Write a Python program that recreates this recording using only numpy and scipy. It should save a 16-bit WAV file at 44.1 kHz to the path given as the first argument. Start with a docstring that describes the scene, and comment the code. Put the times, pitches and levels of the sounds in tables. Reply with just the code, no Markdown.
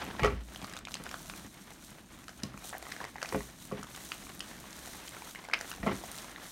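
"""Crumbs grind in a dog's mouth over a low household rumble as it eats dry food from a plastic bowl.
Pellets snap between its teeth and tick in the bowl, each break ringing briefly at two pitches.
Paws and bowl knock the wooden floor and set the boards ringing. Wet tongue and lips click, and
tongue and fur rustle. A small room echoes the snaps, knocks and clicks, all heard through a phone
held just above the bowl."""
import sys
import numpy as np
from scipy import signal
from scipy.fft import rfft, irfft, next_fast_len
from scipy.io import wavfile
from scipy.ndimage import uniform_filter1d

SR = 44100
rng = np.random.default_rng(int(sys.argv[2]) if len(sys.argv) > 2 else 0)


def transcribe(u):
    """Save the signal u as a 16-bit wav file named by the first command-line argument.

    u: samples, shape (n,) or (channels, n), limited to [-1, 1]; the rate is SR.
    q: integer samples, one column per channel.
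    """
    v = np.clip(np.atleast_2d(u).T, -1, 1)
    q = np.round(v * 32767).astype(np.int16)
    wavfile.write(sys.argv[1], SR, q)


N = 287091

# How loud the grinding crumbs, the tongue and fur rustle, and the household rumble are over time.
# Each row: time in seconds, level in dB.
GRIND_LEVELS = [(0, -43.5), (.14, -52), (.28, -47), (.45, -60), (.7, -50.5), (.83, -59.5), (1.2, -53),
                (1.55, -57), (2, -59.5), (2.45, -56.5), (2.72, -55.5), (2.8, -55), (3, -48.5),
                (3.12, -58.5), (3.3, -52.5), (3.6, -58), (3.8, -53.5), (4.4, -54.5), (5, -51),
                (5.42, -54.5), (5.6, -51.5), (5.78, -52), (5.92, -49), (6.1, -51), (6.51, -53)]
RUSTLE_LEVELS = [(0, -55.5), (.22, -58), (.33, -66.5), (.52, -59.5), (.64, -56), (.77, -57), (.83, -69),
                 (.92, -55.5), (1.02, -60), (1.12, -54.5), (1.32, -51.5), (1.5, -58.5), (1.88, -56.5),
                 (2, -62.5), (2.2, -60), (2.38, -60.5), (2.52, -64), (2.67, -49), (2.78, -59.5), (2.9, -53),
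                 (3.13, -62), (3.35, -49.5), (3.5, -56.5), (3.63, -54.5), (3.72, -61.5), (4.02, -52),
                 (4.18, -51.5), (4.33, -56.5), (4.72, -52.5), (4.95, -51), (5.17, -53.5), (5.3, -50),
                 (5.5, -61.5), (5.7, -48.5), (5.85, -57.5), (6, -52), (6.18, -48), (6.35, -55.5),
                 (6.51, -52)]
RUMBLE_LEVELS = [(0.0, -45), (0.2, -42.5), (0.31, -42), (0.43, -49.5), (1.01, -48.5), (1.34, -48),
                 (1.54, -51.5), (2.21, -51.5), (2.59, -51.5), (2.7, -51), (3.48, -51.5), (3.9, -49),
                 (4.0, -49.5), (4.5, -48), (5.4, -54.5), (6.0, -46), (6.22, -50.5), (6.51, -55)]
# The tone of those three sounds, from bass to treble. Each row: frequency in Hz, relative level in dB.
GRIND_TONE = [(180, -4), (300, 0), (534, 0), (768, 1), (1350, -0.5), (1870, -0.5), (2790, -7), (3010, -5.5),
              (6000, -17), (7800, -43), (13200, -120)]
RUSTLE_TONE = [(880, -12), (1500, -5.5), (1850, -11.5), (2640, -7.5), (3920, -0.5), (4830, -7),
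               (6120, -0.5), (7760, -4), (9100, -1.5), (10500, -9), (11400, -5.5), (14900, -11.5),
               (16000, -14)]
RUMBLE_TONE = [(15, -47), (25, 23.5), (37, 13), (54, 1), (65, 8), (82, -3.5), (192, 5.5), (345, -0.5),
               (472, -27), (549, -20), (600, -10), (657, -10), (900, -29), (1170, -59), (1980, -120)]
# The louder pellet snaps. Each row: start in seconds, level in dB, first pitch in Hz, second pitch
# in Hz, then the levels of the second pitch and of the crack, in dB compared with the first pitch.
PELLET_SNAPS = [(.0265, -36.5, 800, 2180, -1, -7), (.1507, -33, 1070, 1950, -21, -20),
                (.1942, -26, 1800, 1060, -0.5, -9), (.2325, -21.5, 1280, 2250, 0.5, -8),
                (.2456, -19, 637, 1180, -2, -8), (.257, -21, 1260, 670, -1, -11),
                (.2757, -31.5, 686, 1770, 3, -22), (.5597, -30.5, 3320, 760, -7, -10),
                (.6158, -39.5, 736, 3330, -3, 5), (.6242, -37, 1110, 2400, -6, -5),
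                (.644, -31.5, 1160, 840, -8, -1), (.696, -41, 1160, 2430, -12, 4.5),
                (.7358, -37.5, 1660, 3950, -6, 2.5), (.766, -33.5, 1560, 2400, -2, 0.5),
                (.7731, -38.5, 1440, 3640, 2.5, 0), (.789, -41, 2120, 1390, -4, -1),
                (.8514, -37, 2200, 3770, 2.5, 1.5), (.8712, -33.5, 2460, 1070, -2, -6),
                (.884, -34, 1370, 925, -11, -6), (.9094, -41, 3650, 1420, 4, -2),
                (.9412, -28, 3000, 1910, -24, 3), (.9533, -30.5, 4400, 1230, -2, -5),
                (1.037, -44, 1710, 3000, -14, 10), (1.0648, -30.5, 1600, 824, -8, -4),
                (1.0911, -33.5, 2540, 1400, -18, -1), (1.1122, -30.5, 1590, 2260, -6, -2),
                (1.1416, -25, 1470, 746, -11, -9.5), (1.2975, -35, 1760, 2400, 1, 4.5),
                (1.3364, -35.5, 1410, 2500, -3, -11), (2.2817, -34, 1270, 3080, -3, -1.5),
                (2.2921, -36.5, 1540, 790, -4, -2), (2.4337, -31.5, 3650, 1900, -5, 8),
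                (2.541, -40, 1330, 3500, -25, -19), (2.728, -33, 786, 1230, -4, -7),
                (2.733, -31.5, 1760, 1210, -2, -20), (2.7418, -30, 1710, 790, 0.5, -23),
                (2.7496, -29.5, 795, 1790, -7.5, -23), (2.8251, -39.5, 770, 2000, -2, 2),
                (2.8529, -39.5, 686, 1950, 0.5, -8), (2.9167, -38, 1990, 4200, -5, 0),
                (2.9205, -26.5, 1920, 5170, -10, -4.5), (2.9642, -30, 1860, 800, -10, -7),
                (3.0031, -33, 850, 1730, 2, -17), (3.012, -30, 1010, 1880, -15, -17),
                (3.031, -43, 1700, 750, -11, -11), (3.0414, -29, 1940, 960, -1, -6.5),
                (3.05, -30.5, 1010, 1740, -13, -6), (3.1565, -32, 805, 1950, -2.5, -27),
                (3.217, -32.5, 1640, 2620, -3, -5), (3.2245, -36, 736, 1110, -14, -23),
                (3.2278, -21.5, 1590, 800, -9, -3), (3.2471, -37, 810, 1980, 2, -16),
                (3.2572, -39, 1340, 2480, 5.5, 5), (3.289, -40, 1380, 4300, -10, 10.5),
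                (3.3242, -28, 1140, 2000, -1, -18), (3.3463, -25, 1580, 1100, 1, -22),
                (3.4058, -32.5, 1080, 1870, -2.5, -8), (3.7137, -37.5, 670, 1170, 3, -17),
                (3.7186, -34, 1070, 666, -7, -10), (3.8292, -33.5, 1330, 960, -26, -3.5),
                (3.9454, -40, 1500, 2220, -9, -1), (4.1185, -22, 2860, 1330, -6, -3.5),
                (4.134, -42, 2200, 1160, -10, -1), (4.268, -39, 1140, 2360, -6, -7),
                (4.405, -33, 2700, 2110, 0.5, 6.5), (4.6404, -37, 1110, 1570, -19, -21),
                (4.7283, -46, 1780, 1220, -1, 10), (4.8734, -39, 725, 1900, -3, -8),
                (5.0796, -37, 3270, 1370, -11, 2), (5.1669, -31.5, 1340, 2170, -9, -20),
                (5.349, -35, 1640, 2970, -4, -4), (5.3574, -29.5, 2150, 2930, -7, -16),
                (5.4397, -38.5, 1100, 2070, -5, 0), (5.4502, -36.5, 2180, 980, -20, -7),
                (5.4862, -31.5, 880, 1570, -8, -9), (5.4987, -31, 1610, 700, -17, -18),
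                (5.5128, -35, 2150, 710, -16, -11), (5.5331, -21, 2000, 1520, -23, -14),
                (5.536, -12.5, 2410, 1700, -5.5, -7), (5.5427, -16.5, 2400, 1730, -12, -14.5),
                (5.6104, -25.5, 1790, 810, -5, -1.5), (5.7145, -31.5, 1370, 2750, -4, 1.5),
                (5.8305, -33.5, 1340, 1940, 4, -16), (5.864, -22, 670, 1080, 0, -20),
                (5.8693, -31, 660, 1040, 5, -22), (5.8778, -28, 1120, 1950, 2, -24),
                (5.8855, -23.5, 1130, 2830, -16, -22), (5.8942, -24.5, 1160, 700, -4, -17),
                (6.3604, -33, 1930, 3840, -5, -21)]
# Knocks on the floor, most in short runs of bounces. Each row: start in seconds, level of the low
# notes in dB, then the levels of the deep, middle and upper notes, in dB compared with the low ones.
FLOOR_KNOCKS = [(.029, -37.5, -30, -4, 1), (.07, -38.5, -32, -5, -13), (0.193, -33.5, -12, -2, 4.5),
                (.218, -29, 6, -19, -3), (.231, -25.5, -8, 3, 4), (.244, -28, -20, 8.5, 7.5),
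                (.256, -30, -11, -1, 3), (.269, -37, -14, -8, 10.5), (.299, -40, -13, -3, 5),
                (0.32, -34.5, 3, -3, -4), (0.628, -35.5, -24, -14.5, -8), (0.997, -40, -23, -5, -1),
                (1.445, -38, -23, -26, -7), (2.431, -29.5, -21, -10, -12), (2.444, -33, -15, -27, -31),
                (2.539, -42, -6, -6, -7), (3.322, -39, -14, 7.5, 4), (3.344, -26, -21, 1.5, -5),
                (3.358, -26.5, -9, -7.5, -16), (3.38, -33.5, -27, -22, -13), (3.72, -30, -38, 2, -7.5),
                (3.739, -43, -34, -13, -21), (3.786, -38, -32, -9, -7), (5.799, -46, 11.5, -6, -9),
                (5.83, -31, -20, -2, -6), (5.866, -27.5, -25, 0.5, 3.5), (5.869, -25, -31, -12, -8),
                (5.885, -34.5, -18, 6.5, -2), (5.909, -34.5, -25, 3, 0), (5.928, -29.5, -31, -20, -12)]
# The notes that boards and bowl ring at. Each row: pitch in Hz, relative strength in dB, fade time
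# in seconds. Fade times in seconds are how long a sound takes to drop by 60 dB.
BOARD_NOTES = [(58.1, -8, 0.47), (76.5, -0.5, .08), (128.8, -6, 0.2), (194, 5.5, 0.083), (269.5, 2, 0.089),
               (417, -0.5, 0.072), (519, -0.5, 0.055), (640, -2, 0.021), (868, 2, 0.037),
               (1000, -16, 0.027), (1118, -3, 0.061), (1356, 4, 0.015), (1960, 3, 0.018),
               (2347, 8.5, 0.0078), (2840, -3, 0.008)]
# The three borders, in Hz, between the deep, low, middle and upper notes.
NOTE_BORDERS_HZ = [100, 330, 700]
# The louder wet clicks of tongue and lips. Each row: start in seconds, level in dB, pitch in Hz.
LIP_SMACKS = [(.0417, -34.5, 12100), (.7265, -37, 8000), (.789, -33, 7340), (.9189, -31, 6700),
              (1.1932, -36, 5830), (1.259, -32, 6130), (1.905, -38, 8700), (2.6548, -31, 7750),
              (2.693, -27.5, 7900), (2.7045, -33, 6500), (2.7818, -31, 12000), (3.362, -32.5, 9500),
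              (3.6527, -33, 7200), (3.8332, -31, 7440), (3.962, -29.5, 8800), (4.049, -35, 9600),
              (4.3494, -37, 11600), (4.394, -30, 9100), (5.0766, -28.5, 7800), (5.092, -28, 8900),
              (5.446, -36, 6600), (5.5896, -33, 5300), (5.9487, -37, 5800), (6.03, -43, 6400),
              (6.1156, -27, 8750), (6.1647, -32, 6300), (6.179, -31, 8500), (6.1852, -26.5, 5800)]


def gain(db):
    """Turn a level in dB into a number to multiply by."""
    return 10 ** (np.asarray(db) / 20)


def normalise(x):
    """Scale a signal to an average power of 1."""
    return x / np.sqrt(np.mean(x ** 2))


def level_curve(levels):
    """Join a table's levels with straight lines, giving dB for every sample."""
    times, db = np.transpose(levels)
    return np.interp(np.arange(N) / SR, times, db)


def filtered(x, order, hz, kind):
    """Keep the "low", "high" or "band" part of a sound; a higher order cuts more sharply."""
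    return signal.sosfilt(signal.butter(order, hz, kind, fs=SR, output="sos"), x)


def shape_tone(x, tone):
    """Turn each frequency up or down by a tone table, then normalise."""
    hz, db = np.transpose(tone)
    size = next_fast_len(N)
    all_hz = np.maximum(np.arange(size // 2 + 1) * SR / size, 1)
    gains = gain(np.interp(np.log(all_hz), np.log(hz), db))
    return normalise(irfft(rfft(x, size) * gains, size)[:N])


def ring(x, hz, fade_s):
    """An object shaken by x rings at one pitch and fades."""
    pole = np.exp((2j * np.pi * hz - np.log(1000) / fade_s) / SR)
    return signal.lfilter([1], [1, -pole], x).imag


def waver(per_s):
    """Glide to a new random value per_s times a second; the typical size is 1."""
    hold = int(SR / per_s)
    steps = np.repeat(rng.standard_normal(N // hold + 1), hold)
    return normalise(uniform_filter1d(steps, hold)[:N])


def place(out, start, sound, db):
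    """Mix in a sound at start seconds, with its peak at db."""
    i = int(start * SR)
    n = min(len(sound), N - i)
    out[i:i + n] += gain(db) * sound[:n] / np.abs(sound).max()


def faint_events(levels, above_db, count, scatter_db=3):
    """Random starts, levels above a chewing layer, and four spare dice (0 to 1) for each event."""
    dice = rng.random((count, 6)).T
    starts = dice[0] * (N - 1) / SR
    layer_db = level_curve(levels)[(starts * SR).astype(int)]
    return starts, layer_db + above_db - scatter_db * np.log(1 - dice[1]), dice[2:]


def crackle(per_s, scatter_db, burst_ms, hiss):
    """Tiny breaks of uneven size, each a burst of noise lasting about burst_ms, over an even hiss."""
    happens = rng.random(N) < per_s / SR
    sizes = gain(scatter_db * np.minimum(rng.exponential(size=N), 3))
    bursts = signal.lfilter([1], [1, -np.exp(-1000 / (burst_ms * SR))], happens * sizes)
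    return normalise(bursts * rng.standard_normal(N)) + hiss * rng.standard_normal(N)


def grind():
    """Crumbs break in the mouth in many tiny bursts."""
    crumbs = crackle(per_s=200, scatter_db=1.0, burst_ms=3.6, hiss=0.92)
    return shape_tone(crumbs, GRIND_TONE) * gain(level_curve(GRIND_LEVELS) + 2.25 * waver(25))


def rustle():
    """Tongue and fur make a finer, brighter crackle that swells with each mouthful."""
    brushing = crackle(per_s=340, scatter_db=-1.0, burst_ms=1.0, hiss=1.32)
    return shape_tone(brushing, RUSTLE_TONE) * gain(level_curve(RUSTLE_LEVELS) + 1.6 * waver(25))


def rumble():
    """Low household noise that wavers."""
    noise = rng.standard_normal(N)
    return shape_tone(noise, RUMBLE_TONE) * gain(level_curve(RUMBLE_LEVELS) + 0.2 * waver(21))


def snaps(break_ms=0.58, crack_ms=1.0, rise_s=0.00174, ring_cycles=10.6, tail_fade_s=0.024):
    """A breaking pellet rings itself and the jaw or bowl at two pitches, with a dry crack on top."""
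    out, t = np.zeros(N), np.arange(4000) / SR
    starts, levels, dice = faint_events(GRIND_LEVELS, above_db=9.5, count=32)
    faint = zip(starts, levels, 700 * 3 ** dice[0], 1300 * 3 ** dice[1], -12 * dice[2], 3 - 15 * dice[3])
    for start, db, hz, second_hz, second_db, crack_db in PELLET_SNAPS + list(faint):
        break_noise, crack_noise, tail_noise = rng.standard_normal((3, len(t)))
        fracture = break_noise * np.exp(-t * 1000 / break_ms)
        fade_s = ring_cycles / hz
        for pitch, level in (hz, db), (second_hz, db + second_db):
            # passing through a second, quickly fading body makes the ring swell briefly
            place(out, start, ring(ring(fracture, pitch, rise_s), pitch, fade_s), level)
        # the bowl keeps the first pitch sounding faintly afterwards
        crumbs = tail_noise * gain(-60 * t / tail_fade_s)
        place(out, start, ring(crumbs, hz, fade_s / 2), db - 20)
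        # louder snaps crack lower, by 78 Hz for each dB, with some random spread
        crack_hz = (4500 - 78 * (db + 35)) * np.exp(0.21 * break_noise[-1])
        burst = crack_noise * t * np.exp(-t * 1000 / crack_ms)
        crack = filtered(burst, 2, [0.55 * crack_hz, 1.59 * crack_hz], "band")
        place(out, start, crack, db + crack_db)
    # pellets are too small to give off bass
    return filtered(out, 2, 450, "high")


def knocks(push_ms=0.72, scuff_ms=4.63, rattle_fade_s=0.34, treble_fade_s=0.049):
    """A padded push rings the boards' lower notes, its scuff the higher; bowl and pellets rattle on."""
    out, t = np.zeros(N), np.arange(SR // 2) / SR
    push = t * np.exp(-t * 1000 / push_ms)
    for start, db, deep_db, middle_db, upper_db in FLOOR_KNOCKS:
        detunes = rng.standard_normal(len(BOARD_NOTES))
        noise = rng.standard_normal(len(t))
        scuff = noise * t * np.exp(-t * 1000 / scuff_ms)
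        groups = np.zeros((4, len(t)))  # deep, low, middle, upper
        for (hz, note_db, fade_s), detune in zip(BOARD_NOTES, detunes):
            blow = scuff if hz > NOTE_BORDERS_HZ[1] else np.sign(detune) * push
            note = ring(blow, hz * (1 + 0.02 * detune), fade_s)
            groups[np.searchsorted(NOTE_BORDERS_HZ, hz)] += gain(note_db) * note
        # the low notes carry no deep bass below about 115 Hz
        groups[1] = filtered(groups[1], 2, 115, "high")
        for group, share_db in zip(groups, (deep_db, 0, middle_db, upper_db)):
            place(out, start, group, db + share_db)
        dull_rattle = filtered(noise, 1, [500, 2600], "band") * gain(-60 * t / rattle_fade_s)
        bright_rattle = filtered(noise, 1, [2600, 7000], "band") * gain(-2 - 60 * t / treble_fade_s)
        place(out, start, dull_rattle + bright_rattle, db - 18)
    return out


def smacks(burst_ms=0.31, fade_s=0.00081):
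    """Thin films of saliva part with a very short, high tick."""
    out, t = np.zeros(N), np.arange(300) / SR
    starts, levels, dice = faint_events(RUSTLE_LEVELS, above_db=12, count=45)
    faint = zip(starts, levels, 5500 * 1.94 ** dice[0])
    for start, db, hz in LIP_SMACKS + list(faint):
        burst = rng.standard_normal(len(t)) * t * np.exp(-t * 1000 / burst_ms)
        place(out, start, ring(burst, hz, fade_s), db)
    return out


def room(x, delay_s=0.003, fade_s=0.22, top_hz=4450, level_db=-13):
    """The small room sends back a blur of dull echoes just after each sound."""
    t = np.arange(SR // 2) / SR
    echoes = rng.standard_normal(len(t)) * gain(-60 * t / fade_s) * (t > delay_s)
    echoes = filtered(echoes, 1, top_hz, "low")
    echoes /= np.sqrt(np.sum(echoes ** 2))
    return gain(level_db) * signal.fftconvolve(x, echoes)[:N]


def scene():
    """Mix everything into one channel; only the sharp sounds get an echo."""
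    hits = snaps() + smacks() + knocks()
    return (hits + room(hits) + grind() + rustle() + rumble())[None]


def record(dry, bottom_hz=44, top_hz=15800):
    """The phone cuts the deepest bass and the highest treble."""
    treble_cut = signal.ellip(10, 0.2, 70, top_hz, fs=SR, output="sos")
    return signal.sosfilt(treble_cut, filtered(dry, 6, bottom_hz, "high"))


dry = scene()
out = record(dry)
transcribe(out)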